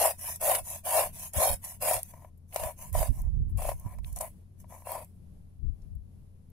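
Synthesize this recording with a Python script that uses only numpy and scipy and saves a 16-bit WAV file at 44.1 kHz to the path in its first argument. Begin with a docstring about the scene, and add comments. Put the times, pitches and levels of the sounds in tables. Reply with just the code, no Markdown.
"""Grating ginger outdoors

A ginger root is rubbed over a small steel grater standing on a chopping board, heard close up.
Each cut tears fibres (a bright crackle) and plucks the teeth (a hollow rasp in the plate); the way
back is a light scrape. Wet pulp ticks, and tough fibres catch with a knock and a crack.
Puffs of wind buffet the two microphone ports, over a bed of soft air and a faint low hum."""
import sys
import numpy as np
from scipy import signal
from scipy.fft import rfft, irfft, next_fast_len
from scipy.io import wavfile
from scipy.ndimage import uniform_filter1d, map_coordinates

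SR = 44100
rng = np.random.default_rng(int(sys.argv[2]) if len(sys.argv) > 2 else 0)


def int16_out(signal):
    """Quantize to a 16-bit WAV file."""
    q = np.round(np.clip(np.atleast_2d(signal).T, -1, 1) * 32767)
    wavfile.write(sys.argv[1], SR, q.astype(np.int16))


N = 287519
TIME = np.arange(N) / SR

# Levels in the tables are relative; each layer has its own fader.
# cuts down the grater: start_s, length_s, fastest_at_fraction, teeth_db, fibre_db
CUT_STROKES = [(-0.081, 0.19, 0.72, -24, -26), (0.414, 0.175, 0.46, -27.0, -28),
               (0.853, 0.215, 0.64, -28, -29), (1.344, 0.192, 0.46, -27.5, -28.0),
               (1.816, 0.17, 0.45, -28.5, -29), (2.53, 0.183, 0.8, -38, -41.5),
               (2.937, 0.14, 0.25, -34.5, -37), (3.576, 0.152, 0.65, -39, -43),
               (4.202, 0.07, 0.15, -39, -43.5), (4.856, 0.17, 0.38, -37.5, -46)]
# light strokes, back up or to reseat the root: start_s, length_s, fastest_at_fraction, teeth_db, rub_db
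BACK_STROKES = [(0.195, 0.16, 0.63, -48.5, -36.5), (0.646, 0.144, 0.44, -48.5, -40.0),
                (1.137, 0.15, 0.79, -51.5, -41), (1.629, 0.12, 0.19, -49.5, -41),
                (1.988, 0.13, 1, -72.5, -55.5), (2.07, 0.21, 0.47, -57.5, -62.5),
                (2.487, 0.051, 0.65, -71.5, -62), (2.779, 0.12, 0.32, -52.5, -48),
                (3.124, 0.091, 0.79, -57, -54.5), (3.2, 0.097, 0.72, -62.5, -73.5),
                (3.488, 0.028, 0.2, -70, -64.5), (3.733, 0.086, 1, -64.5, -61.5),
                (3.826, 0.14, 0.5, -51.5, -58.5), (4.041, 0.1, 0.25, -62, -57),
                (4.162, 0.024, 0.24, -46.5, -47), (4.599, 0.011, 0.47, -74, -54),
                (4.691, 0.15, 0.15, -53, -55)]
# wet pulp snapping, and from 5.8 s, after the grating stops, faint rustles of handling: start_s, level_db,
# pitch_hz, t60_s
PULP_TICKS = [(0.359, -26, 10000, 0.02), (0.702, -24.5, 10600, .012), (1.3339, -28.5, 9400, 0.026),
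              (1.647, -26, 9800, 0.017), (1.941, -28, 10200, 0.011), (2.031, -18, 10300, 0.0076),
              (2.3745, -58, 11750, .04), (2.525, -43, 2320, 0.018), (2.544, -25, 11200, .015),
              (2.825, -28.5, 11000, 0.0091), (2.9278, -29, 12000, 0.022), (3.218, -35, 12200, .012),
              (3.5733, -33, 11100, 0.012), (3.7973, -36.5, 11700, 0.017), (4.045, -39.5, 2950, 0.013),
              (4.127, -35, 10100, 0.018), (4.1604, -26.5, 9800, 0.019), (4.187, -27.5, 9400, 0.013),
              (4.208, -22.5, 9700, 0.033), (4.9184, -20, 15000, .012), (5.0455, -39, 11300, .015),
              (5.8186, -62.5, 5560, .03), (5.952, -55, 11160, 0.018), (6.501, -53.5, 13150, .02)]
# tough fibres catching on a tooth and letting go: start_s, knock_db, crack_db
FIBRE_CATCHES = [(0.496, -18, -31), (0.517, -21, -31), (0.55, -25, -24), (0.991, -17.5, -31),
                 (1.911, -16, -30), (1.965, -33, -33), (2.137, -41, -58), (2.246, -38, -69),
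                 (2.56, -19, -25.5), (2.597, -27.5, -42.5), (2.635, -26, -33.5), (2.951, -19, -46.5),
                 (3.028, -17.5, -35.5), (3.59, -30.5, -62), (3.62, -26, -40), (3.651, -24, -53),
                 (3.69, -17.5, -34.5), (3.716, -24.5, -47), (3.985, -44, -53), (4.207, -26, -44),
                 (4.642, -47.5, -76), (4.723, -39.5, -67), (4.761, -48, -68), (4.82, -45, -75),
                 (4.87, -26, -59)]
# wind on the ports: middle_s, length_s, level_db, left_minus_right_db
WIND_PUFFS = [(.62, 0.038, -44.5, -5), (1.378, 0.026, -30.5, 18), (1.518, .05, -32.5, -21),
              (1.966, 0.033, -43, -6), (2.648, 0.053, -38.5, -6), (2.991, 0.11, -29, -16),
              (3.105, 0.032, -23, -30), (3.194, 0.12, -35, 1.5), (3.381, 0.25, -27.5, -17),
              (3.417, 0.033, -29.5, 9.5), (3.561, .1, -29.5, 11), (3.678, 0.17, -36.5, 1.5),
              (3.863, 0.031, -32, -9), (4.062, 0.26, -38.5, -10), (5.669, 0.086, -29.5, 27),
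              (5.937, 0.15, -41, 12)]
# bending modes of the plate, damped by hand and pulp: pitch_hz, width_hz, level_db
PLATE_MODES = [(437, 77, -22), (589.2, 91, -3), (645.2, 119, 4.5), (710.5, 120, -2), (959.8, 94, -1),
               (1010.7, 83, -7), (1460, 13, -35), (1743, 100, -18.5), (1953, 131, -19), (2270, 210, -18.5),
               (2860, 320, -33)]
# grip and root load the plate, making its ring darker or brighter: time_s, tilt_db_per_octave
GRIP_TILT = [(.05, -8), (.5, -1), (1, 5), (1.45, -3), (1.9, -1.5), (2.65, 5), (3, -1), (3.65, 1), (4.2, 1),
             (4.95, 4)]
# tone colour of each texture: frequency_hz, level_db
TEAR_EQ = [(400, -44.5), (1300, -18), (2600, -9), (3300, -17.5), (3850, -19), (4300, -15.5), (7000, -13),
           (8500, -7.5), (10600, 0), (12500, -6), (14000, -9.5), (15500, -9)]  # fibres tearing
RUB_EQ = [(400, -42), (1300, -13.5), (1900, -10.5), (2500, -8.5), (3400, -13.5), (4600, -15.5),
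          (6000, -4.5), (8200, -4), (10500, 5.5), (12500, 0), (15500, -5)]  # wet root sliding
CRACK_EQ = [(400, -32), (1300, -6), (2280, -1), (3540, -16.5), (5620, -8.5), (7330, -12), (9370, -5),
            (15000, -6.5)]  # a tough fibre breaking
WIND_EQ = [(12, -37.5), (20, 5), (78, 2), (114, -10), (156, -14), (327, -36.5), (400, -39), (520, -63),
           (880, -120)]  # rumble on the ports
AIR_EQ = [(20, -7.5), (90, -10.5), (185, -12), (300, -28.5), (430, -31.5), (700, -38.5), (1500, -52),
          (3000, -54), (8500, -57), (10600, -47), (12500, -53), (14000, -68)]  # open air, with microphone hiss on top
# how alike the air is in left and right: frequency_hz, correlation
AIR_CORRELATION = [(60, 0.92), (240, 0.39), (950, 0.033), (3770, 0.00036), (15000, 0.18)]


def amp(db):
    """Decibels to gain."""
    return 10 ** (np.asarray(db) / 20)


def unit(x):
    """Scaled to rms 1."""
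    return x / np.sqrt(np.mean(abs(x) ** 2) + 1e-20)


def curve_at(points, hz):
    """Read a curve of (frequency_hz, value) points on a log frequency axis."""
    frequencies, values = np.transpose(points)
    return np.interp(np.log(hz + 1), np.log(frequencies + 1), values)


def wobble(rate_hz):
    """A smooth random modulator with rate_hz knots a second."""
    return map_coordinates(rng.standard_normal(int(N * rate_hz / SR) + 4), [TIME * rate_hz])


def filtered(x, response):
    """Filter x by a response given as a function of frequency."""
    size = next_fast_len(N + SR // 2)
    return irfft(rfft(x, size) * response(np.fft.rfftfreq(size, 1 / SR)), size)[..., :N]


def noise(eq):
    """Two unrelated coloured noises of rms 1."""
    return unit(filtered(rng.standard_normal((2, N)), lambda hz: amp(curve_at(eq, hz))))


def resonance(hz, centre, width):
    """Response of one damped mode."""
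    return 1j * hz * width / (centre ** 2 - hz ** 2 + 1j * hz * width)


def snaps(per_s, spread_db):
    """Crackle: tiny impulses of uneven size at random moments, rms 1."""
    size = amp(spread_db * np.clip(rng.standard_normal(N), -2, 2))
    return unit((rng.random(N) < per_s / SR) * rng.choice([-1, 1], N) * size)


def burst(t, rise_s, t60_s):
    """Envelope of a small snap: a quick attack, then a decay."""
    return (1 - np.exp(-t / rise_s)) * amp(-60 * t / t60_s)


def stroke(start, length, fastest_at, swell_db, attack_s, release_db_per_s):
    """Envelope of one stroke: the hand's speed is a half sine, and the level swells with it."""
    t = TIME - start
    peak_s = length * np.clip(fastest_at, .05, .95)
    speed = np.sin(np.interp(t, [0, peak_s, length], [0, np.pi / 2, np.pi]))
    contact = np.exp(np.minimum(t, 0) / attack_s)
    return contact * amp(swell_db * (speed - 1) - release_db_per_s * np.maximum(t - length, 0))


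def plate_ring(force, tilt_db, pivot_hz=700, drift_db=2, left_right_db=(-2, -8.5)):
    """The hollow body: the plate's bending modes ring, each rising and falling as the contact wanders."""
    size = next_fast_len(N + SR // 2)
    hz = np.fft.rfftfreq(size, 1 / SR)
    modes = [amp(db) * resonance(hz, centre, width) ** 2 for centre, width, db in PLATE_MODES]
    drive = rfft(force, size) / np.sqrt(np.mean(abs(sum(modes)) ** 2))
    octaves = np.minimum(np.log2(np.array(PLATE_MODES)[:, 0] / pivot_hz), .5)  # tilt flattens up high
    ring = sum(irfft(drive * mode, size)[:N] * amp(tilt_db * octave + drift_db * wobble(22))
               for mode, octave in zip(modes, octaves))
    return ring * amp(left_right_db)[:, None]


def steel_sheen(force, eq, t60_s=0.055, ring_db=-4):
    """The bright top: a stereo force heard directly and through the dense high modes of the steel."""
    t = TIME[:SR // 5]
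    tail = rng.standard_normal((2, len(t))) * amp(-60 * t / t60_s)
    tail /= np.linalg.norm(tail, axis=1, keepdims=True)
    ring = signal.fftconvolve(force, tail, axes=1)[:, :N]
    return filtered(force + amp(ring_db) * ring, lambda hz: unit(amp(curve_at(eq, hz))))


def root_damping(x, mid_db=11, edge_db=3.5):
    """The moving root damps now these modes, now those: the colour shifts, most where they are sparse."""
    hz, _, frames = signal.stft(x, SR, nperseg=1024)
    drift = uniform_filter1d(rng.standard_normal(frames.shape[1:]), size=3, axis=0)
    drift = unit(uniform_filter1d(drift, size=8, axis=1))
    depth_db = curve_at([(1500, edge_db), (3500, mid_db), (7000, mid_db), (9500, edge_db)], hz)
    gain = amp(depth_db[:, None] * np.minimum(drift, 1.2))
    gain /= np.sqrt(np.mean(gain ** 2, axis=1, keepdims=True))
    return signal.istft(frames * gain, SR, nperseg=1024)[1][:, :N]


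def cutting_strokes(bite_s=.0055, cling_db=-41):
    """The root judders over the teeth, plucking the plate and tearing many fine fibres, a few coarse."""
    pluck, tear = np.zeros((2, N))
    for *motion, teeth_db, fibre_db in CUT_STROKES:
        pluck += amp(teeth_db) * stroke(*motion, swell_db=12, attack_s=bite_s, release_db_per_s=758)
        rip = amp(fibre_db) * stroke(*motion, swell_db=8.5, attack_s=bite_s, release_db_per_s=660)
        # wet pulp clings and tears on, giving each cut a quiet tail
        cling = stroke(*motion, swell_db=0, attack_s=bite_s, release_db_per_s=145.5)
        tear += np.hypot(rip, amp(cling_db + fibre_db / 2) * cling)
    judder_db = 1.1 * wobble(120)
    teeth = unit(snaps(per_s=1300, spread_db=2) * amp(judder_db)) * pluck
    fine = np.array([snaps(per_s=9000, spread_db=7) for port in range(2)])
    coarse = amp(-8.5) * snaps(per_s=260, spread_db=5)
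    fibres = unit((fine + coarse) * amp(judder_db + 1.1 * wobble(45))) * tear
    rasp = plate_ring(teeth, tilt_db=np.interp(TIME, *np.transpose(GRIP_TILT)))
    crackle = root_damping(steel_sheen(fibres, TEAR_EQ))
    return amp(3.5) * rasp + amp(2) * crackle


def outdoor_bed(air_left_right_db=(-53, -55.3), hum_left_right_db=(-53.5, -57.5), hum_hz=87.2):
    """Low restless air with a faint hiss, and a wavering hum like a far engine."""
    def width_angle(hz):
        return np.arccos(curve_at(AIR_CORRELATION, hz)) / 2

    mid, side = noise(AIR_EQ)
    mid = filtered(mid, lambda hz: np.cos(width_angle(hz)))
    side = filtered(side, lambda hz: np.sin(width_angle(hz)))
    air = amp(2.1 * wobble(11)) * np.array([mid + side, mid - side])
    hum_swell = amp(0.73 * wobble(25))
    hum_phase = 2 * np.pi * np.cumsum(hum_hz + 2 * wobble(8.9)) / SR
    hum = np.sqrt(2) * hum_swell * np.sin(hum_phase)
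    return air * amp(air_left_right_db)[:, None] + hum * amp(hum_left_right_db)[:, None]


def back_strokes():
    """The wet root slides over the blunt side of the teeth, too lightly to drive much low ring."""
    touch, slide = np.zeros((2, N))
    settle_and_lift = dict(attack_s=0.0089, release_db_per_s=597.5)
    for *motion, teeth_db, rub_db in BACK_STROKES:
        touch += amp(teeth_db) * stroke(*motion, swell_db=11, **settle_and_lift)
        slide += amp(rub_db) * stroke(*motion, swell_db=8, **settle_and_lift)
    judder = wobble(90)
    teeth = unit(snaps(per_s=980, spread_db=5.5) * amp(2 * judder)) * touch
    grain = np.array([snaps(per_s=5600, spread_db=7.5) for port in range(2)])
    rub = unit(grain * amp(1.1 * judder)) * slide
    rasp = plate_ring(teeth, tilt_db=13)
    scrape = root_damping(steel_sheen(rub, RUB_EQ))
    return amp(0.95) * rasp + amp(1) * scrape


def pulp_ticks(rise_share=.05, width_share=0.6):
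    """Small wet films of pulp snap, each at its own pitch; the longer ones have a softer attack. The last few,
    after the grating, are faint rustles as the grater is handled."""
    ticks, t = np.zeros((2, N + SR)), TIME[:SR // 20]
    hz = np.fft.rfftfreq(len(t), 1 / SR)
    for start_s, level_db, pitch_hz, t60_s in PULP_TICKS:
        start = round(start_s * SR)
        colour = resonance(hz, pitch_hz, width_share * pitch_hz) ** 2
        fizz = unit(irfft(rfft(rng.standard_normal((2, len(t)))) * colour, len(t)))
        ticks[:, start:start + len(t)] += amp(level_db) * burst(t, rise_share * t60_s, t60_s) * fizz
    return amp(-1) * ticks[:, :N]


def fibre_catches(neutral_knock_db=-29, tilt_per_db=.7):
    """A caught fibre cracks and the plate springs back; the lighter the knock, the brighter it rings."""
    knocks, cracks, t = np.zeros(N), np.zeros((2, N + SR)), TIME[:SR // 20]
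    envelope = burst(t, rise_s=0.0007, t60_s=0.018)
    for start_s, knock_db, crack_db in FIBRE_CATCHES:
        start = round(start_s * SR)
        knocks[start] = amp(knock_db)
        cracks[:, start:start + len(t)] += amp(crack_db) * envelope * rng.standard_normal((2, len(t)))
    times, strength_db, _ = np.transpose(FIBRE_CATCHES)
    tilt_db = tilt_per_db * (neutral_knock_db - np.interp(TIME, times, strength_db))
    return amp(19.5) * plate_ring(knocks, tilt_db) + amp(5.5) * steel_sheen(cracks[:, :N], CRACK_EQ)


def wind_puffs(edge_drop_db=6, small_eddy_s=0.063, small_pitch_ratio=1.4):
    """Puffs swell and fade, buffeting each port separately; short ones are small eddies and sit higher."""
    large_power, small_power = np.zeros((2, 2, N))
    for middle_s, length_s, level_db, pan_db in WIND_PUFFS:
        pan = amp([[pan_db], [0]]) / np.hypot(amp(pan_db), 1)
        swell = amp(level_db - edge_drop_db * (2 * (TIME - middle_s) / length_s) ** 2)
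        power = (pan * swell) ** 2
        small_share = np.exp(-(length_s / small_eddy_s) ** 2)
        large_power += (1 - small_share) * power
        small_power += small_share * power
    small_eq = [(small_pitch_ratio * hz, db) for hz, db in WIND_EQ]
    return amp(5.5) * (np.sqrt(large_power) * noise(WIND_EQ) + np.sqrt(small_power) * noise(small_eq))


def scene():
    """The mix: the grater up front, wind and open air around it."""
    grater = cutting_strokes() + back_strokes() + fibre_catches() + pulp_ticks()
    return grater + wind_puffs() + outdoor_bed()


def record(dry, cutoff_hz=15550):
    """A brick-wall low-pass trims the very top."""
    return filtered(dry, lambda hz: 1 / np.sqrt(1 + (hz / cutoff_hz) ** 240))


dry = scene()
out = record(dry)
int16_out(out)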